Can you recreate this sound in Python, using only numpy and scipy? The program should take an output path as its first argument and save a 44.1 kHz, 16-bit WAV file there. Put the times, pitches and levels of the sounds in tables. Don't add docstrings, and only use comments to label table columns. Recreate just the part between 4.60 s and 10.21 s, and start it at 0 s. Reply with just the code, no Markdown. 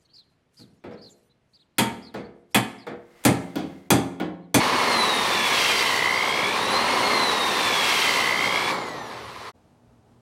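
import sys
import numpy as np
from scipy import signal
from scipy.fft import rfft, irfft, next_fast_len
from scipy.io import wavfile
from scipy.ndimage import uniform_filter1d

SR = 44100
rng = np.random.default_rng(int(sys.argv[2]) if len(sys.argv) > 2 else 0)


def to_wav(sig):
    pcm = np.clip(np.atleast_2d(sig), -1, 1) * 32767
    pcm = np.round(pcm).astype(np.int16)
    wavfile.write(sys.argv[1], SR, pcm.T)


N = 247381
TIME = np.arange(N) / SR

# time_s, turns_per_s
MOTOR_SPEED = [(0.0, 243.9), (0.17, 246.3), (0.3, 236.7), (0.5, 213.2), (0.7, 199.0), (1.0, 180.6),
               (1.41, 166.7), (1.6, 176.6), (1.83, 185.2), (1.97, 201.2), (2.18, 231.1), (2.34, 241.9),
               (2.52, 235.5), (2.78, 210.1), (3.0, 198.8), (3.2, 185.1), (3.4, 177.2), (3.65, 168.4),
               (3.92, 180.1), (4.12, 193.8)]
# pitch_hz, level_db
WHINE_LEVELS = [(3020, -38.5), (3170, -33), (3330, -32.5), (3600, -36.5), (3930, -29.5), (4130, -30),
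                (4310, -40)]
# cycles_per_turn, level_db
GEAR_TONES = [(4, -46), (8, -46), (9, -37.5), (10, -47), (27, -42.5), (36, -52), (40, -53.5), (45, -49.5),
              (48, -61)]
# pitch_hz, gain_db
CASE_LEAK = [(1000, 0), (1550, -7), (1730, 3), (1870, -4), (2080, 3), (2500, -2), (4700, 4), (5300, -9),
             (6500, -13), (7100, -5), (8000, -4), (8700, 0), (10100, -.5), (10600, -12)]
# pitch_hz, width_hz, boost_db
SHELL_RINGS = [(1390, 48, 5), (2426, 71, 6.5), (2690, 110, 5.5), (4600, 210, 1), (8090, 200, 6.5),
               (8900, 270, 2), (9400, 300, 4.5), (10070, 340, 10), (11400, 400, 5), (11900, 300, 7.5)]
# pitch_hz, level_db
BUZZ_LEVELS = [(2000, -26.5), (2200, -29), (2330, -31), (2420, -39), (2520, -54), (2950, -40)]
# cycles_per_turn, level_db
BRUSH_TONES = [(20, -55), (24, -48.5), (36, -63), (40, -56), (48, -60), (60, -66), (72, -66), (84, -66),
               (96, -67), (108, -69), (120, -70), (132, -71)]
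# pitch_hz, level_db
RUMBLE_COLOUR = [(15, -69), (25, -43), (48, -21), (91, -17), (114, -14.5), (147, -13), (227, -6.5),
                 (320, -5.5), (413, -1), (445, -3), (541, -2.5), (637, -6.5), (900, -1.5), (1170, -31.5),
                 (1980, -120)]
# pitch_hz, level_db
RATTLE_COLOUR = [(300, -25), (600, -12.5), (800, -9.5), (1040, 1.5), (1220, -3.5), (1500, -12.5),
                 (1800, -8.5), (2200, -10), (2600, -20.5), (3500, -16.5), (4300, -15), (6500, -31.5),
                 (10000, -38.5), (16000, -57)]
# pitch_hz, level_db
RASP_COLOUR = [(700, -23), (1500, -3), (2300, -1), (2900, 1), (3300, -1.5), (3700, -4), (4100, -2),
               (5000, -12.5), (5700, -7), (6600, -17), (8000, -22), (10000, -32.5), (16000, -44.5)]
# pitch_hz, level_db
HISS_COLOUR = [(2000, -6), (4000, 6), (6000, 1.5), (7500, -1.5), (9500, -2.5), (10600, -6), (11700, -5),
               (12400, -8.5), (13500, -9.5), (16000, -15)]
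# base_db, double_speed_db, deep_db, push_db, coast_loss_db, fade_s
RUMBLE_RULE = (-30, 6.5, -1.8, .5, 10, 0.5)
RATTLE_RULE = (-26.5, 10, 1.05, 0.17, 12.5, 0.2)
RASP_RULE = (-32.5, 6.5, 8.5, .3, 19.5, 0.02)
HISS_RULE = (-38.5, 1, 7, 1.14, 24.5, 0.1)
DEEPEST = [1.094, 3.39]
# time_s, boost_db
GEAR_SHAKES = [(4.53, 2), (4.88, 4.5)]
# pitch_hz, with_drill_db, afterwards_db
MAINS_HUM = [(118.5, -54, -67), (242, -59.5, -67.5), (413.5, -55, -76)]
# pitch_hz, level_db
ROOM_COLOUR = [(15, -50), (25, -20), (75, 0.5), (204, -8), (233, -1.5), (267, -14), (305, -5.5),
               (359, -12.5), (410, -11), (741, -13), (2060, -29), (9300, -38.5), (15500, -50)]

RELEASE_S, EASE_S, BREAK_S = 4.11, .06, 4.92
WORKING_SPEED = 200
MAINS_HZ, MOTOR_BARS, WHINE_CYCLES_PER_TURN = 60, 12, 18
LIFT_DB_PER_S = 12
TOP_HZ = 15800


def drill():
    speed, depth, push, coast_s = motion()
    power = np.clip(.5 + (RELEASE_S - TIME) / EASE_S, 0, 1)
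    rotor = angle(speed * (1 + .0015 * wobble(20)))
    tones = gears(speed, rotor, push, power) + motor_brushes(speed, rotor, power)
    whines = echoed(tones, wet_db=-9, fade_s=.2)
    buzz = echoed(motor_buzz(speed, rotor, push, power), wet_db=-21.5, fade_s=.3)
    return whines + buzz + grinding(speed, rotor, depth, push, coast_s)


def motion():
    driven = np.interp(np.minimum(TIME, RELEASE_S), *np.transpose(MOTOR_SPEED))
    coast_s = np.maximum(TIME - RELEASE_S, 0)
    friction, air_drag = 87.5, .31
    speed = (driven + friction / air_drag) * np.exp(-air_drag * coast_s) - friction / air_drag
    depth = sum(bump(time_s, width_s=.35) for time_s in DEEPEST)
    slowing = -uniform_filter1d(np.gradient(driven, TIME), size=SR // 6)
    push = np.tanh(slowing / 35)
    return speed, depth, push, coast_s


def gears(speed, rotor, push, power):
    gear_angle = rotor + .028 * wobble(70) + .022 * wobble(240)
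    teeth = tone(WHINE_CYCLES_PER_TURN * gear_angle, blur=.5, flutter_db=2.2)
    rough_teeth = unit(teeth * amp(2.5 * wobble(180)))
    whine_db = np.interp(WHINE_CYCLES_PER_TURN * speed, *np.transpose(WHINE_LEVELS)) + 2.5 * push
    whine = amp(whine_db) * rough_teeth
    strain = amp(.8 * push) * speed / WORKING_SPEED
    others = sum(amp(db) * tone(round(k) * gear_angle, blur=.37, flutter_db=3) for k, db in GEAR_TONES)
    others = shell(strain * others, ring=.88)
    others = filtered(others, lambda hz: amp(np.interp(hz, *np.transpose(CASE_LEAK))))
    imbalance = amp(-40.5) * (speed / 230) ** 4 * tone(rotor, blur=.8, flutter_db=2.5)
    return imbalance + (whine + others) * (power + amp(-24) * (1 - power))


def motor_buzz(speed, rotor, push, power):
    place_in_cycle = (TIME * MAINS_HZ - .62 + .5) % 1 - .5
    burst = unit(np.cos(np.pi * np.clip(place_in_cycle / .41, -.5, .5)))
    buzz_db = np.interp(MOTOR_BARS * speed, *np.transpose(BUZZ_LEVELS)) - 1.5 * push
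    powered = burst * amp(buzz_db + .7 * wobble(60))
    coasting = amp(-37.5) * (speed / WORKING_SPEED) ** 4
    strength = power * powered + (1 - power) * coasting
    return strength * tone(MOTOR_BARS * rotor, blur=.15, flutter_db=1.4)


def motor_brushes(speed, rotor, power):
    whistle = sum(amp(db) * tone(round(k) * rotor, blur=.6, flutter_db=2.5) for k, db in BRUSH_TONES)
    whistle = shell(whistle, ring=.25)
    whistle = filtered(whistle, lambda hz: np.interp(hz, [5000, 6000, 12000, 13000], [.4, .9, 1, .35]))
    return whistle * (1 - power) * (speed / 170) ** .7


def grinding(speed, rotor, depth, push, coast_s):
    def level(base_db, double_speed_db, deep_db, push_db, coast_loss_db, fade_s):
        work_db = double_speed_db * np.log2(speed / WORKING_SPEED) + deep_db * depth + push_db * push
        return amp(base_db + work_db - coast_loss_db * np.tanh(coast_s / fade_s))
    lift = amp(LIFT_DB_PER_S * coast_s)
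    shakes = amp(sum(db * bump(time_s, width_s=.03) for time_s, db in GEAR_SHAKES))
    drag = amp(.43 * wobble(25))
    knocks = amp(.87 * wobble(450) + .75 * np.cos(rotor)) * drag
    rumble = level(*RUMBLE_RULE) * coloured(noise() * amp(wobble(150)), RUMBLE_COLOUR)
    rattle = level(*RATTLE_RULE) * shakes * coloured(shell(noise() * knocks, ring=.31), RATTLE_COLOUR)
    scrape = noise() * knocks
    shallow, deep = [coloured(shell(scrape, ring), RASP_COLOUR) for ring in (.4, 1.3)]
    rasp = level(*RASP_RULE) * (shallow * (1 - depth) + deep * depth)
    air = noise() * amp(1.2 * wobble(900)) * drag
    singing, smooth = [coloured(shell(air, ring), HISS_COLOUR) for ring in (.36, .1)]
    hiss = level(*HISS_RULE) * (singing * (1 - depth) + smooth * depth)
    return rumble + lift * (rattle + rasp + hiss)


def shell(x, ring):
    def boost(hz):
        return 1 + sum((amp(db) - 1) / (1 + (2 * (hz - pitch_hz) / width_hz) ** 2) ** 2
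                       for pitch_hz, width_hz, db in SHELL_RINGS)
    return filtered(x, lambda hz: boost(hz) ** ring)


def echoed(x, wet_db, fade_s):
    t = TIME[:SR // 2]
    tail = rng.standard_normal(len(t)) * amp(-60 * t / fade_s) * (t > .004)
    echo = signal.fftconvolve(x, tail / np.linalg.norm(tail))[:N]
    return (x + amp(wet_db) * echo) / np.sqrt(1 + amp(wet_db) ** 2)


def garage(before, after):
    swell = amp(np.interp(TIME, [5.13, 5.22], [-5, 1]))
    hum = np.zeros(N)
    for pitch_hz, with_drill_db, afterwards_db in MAINS_HUM:
        strength = amp(with_drill_db) * before + amp(afterwards_db) * after * swell
        hum += strength * tone(angle(np.full(N, pitch_hz)), blur=.35, flutter_db=3)
    rush_level = amp(-53.5) * before + amp(-58.5) * after
    return hum + rush_level * amp(.497 * wobble(14)) * coloured(noise(), ROOM_COLOUR)


def amp(db):
    return 10 ** (np.asarray(db) / 20)


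def unit(x):
    return x / np.sqrt(np.mean(x ** 2) + 1e-20)


def noise():
    return rng.standard_normal(N)


def wobble(rate):
    points = rng.standard_normal(int(N * rate / SR) + 4)
    smooth = signal.resample(points, 8 * len(points))
    return np.interp(TIME * rate, np.linspace(0, len(points), len(smooth), endpoint=False), smooth)


def bump(time_s, width_s):
    return np.exp(-((TIME - time_s) / width_s) ** 2)


def angle(turns_per_s):
    return 2 * np.pi * np.cumsum(turns_per_s) / SR


def tone(phase, blur, flutter_db):
    return unit(np.sin(phase + blur * wobble(90)) * amp(flutter_db * wobble(35)))


def filtered(x, response):
    size = next_fast_len(N + SR // 2)
    return irfft(rfft(x, size) * response(np.fft.rfftfreq(size, 1 / SR)), size)[:N]


def coloured(x, colour):
    pitches, db = np.transpose(colour)
    def response(hz):
        return amp(np.interp(np.log(hz + 1), np.log(pitches), db)) * np.minimum(hz / pitches[0], 1) ** 2
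    return unit(filtered(x, response))


def scene():
    before = np.clip((BREAK_S - TIME) / .03, 0, 1)
    after = np.clip((TIME - 4.93) / .028, 0, 1)
    return (drill() * before + garage(before, after))[None]


def record(dry):
    return filtered(dry[0], lambda hz: (hz < TOP_HZ) * hz ** 4 / (hz ** 4 + 38 ** 4))[None]


dry = scene()
out = record(dry)
to_wav(out)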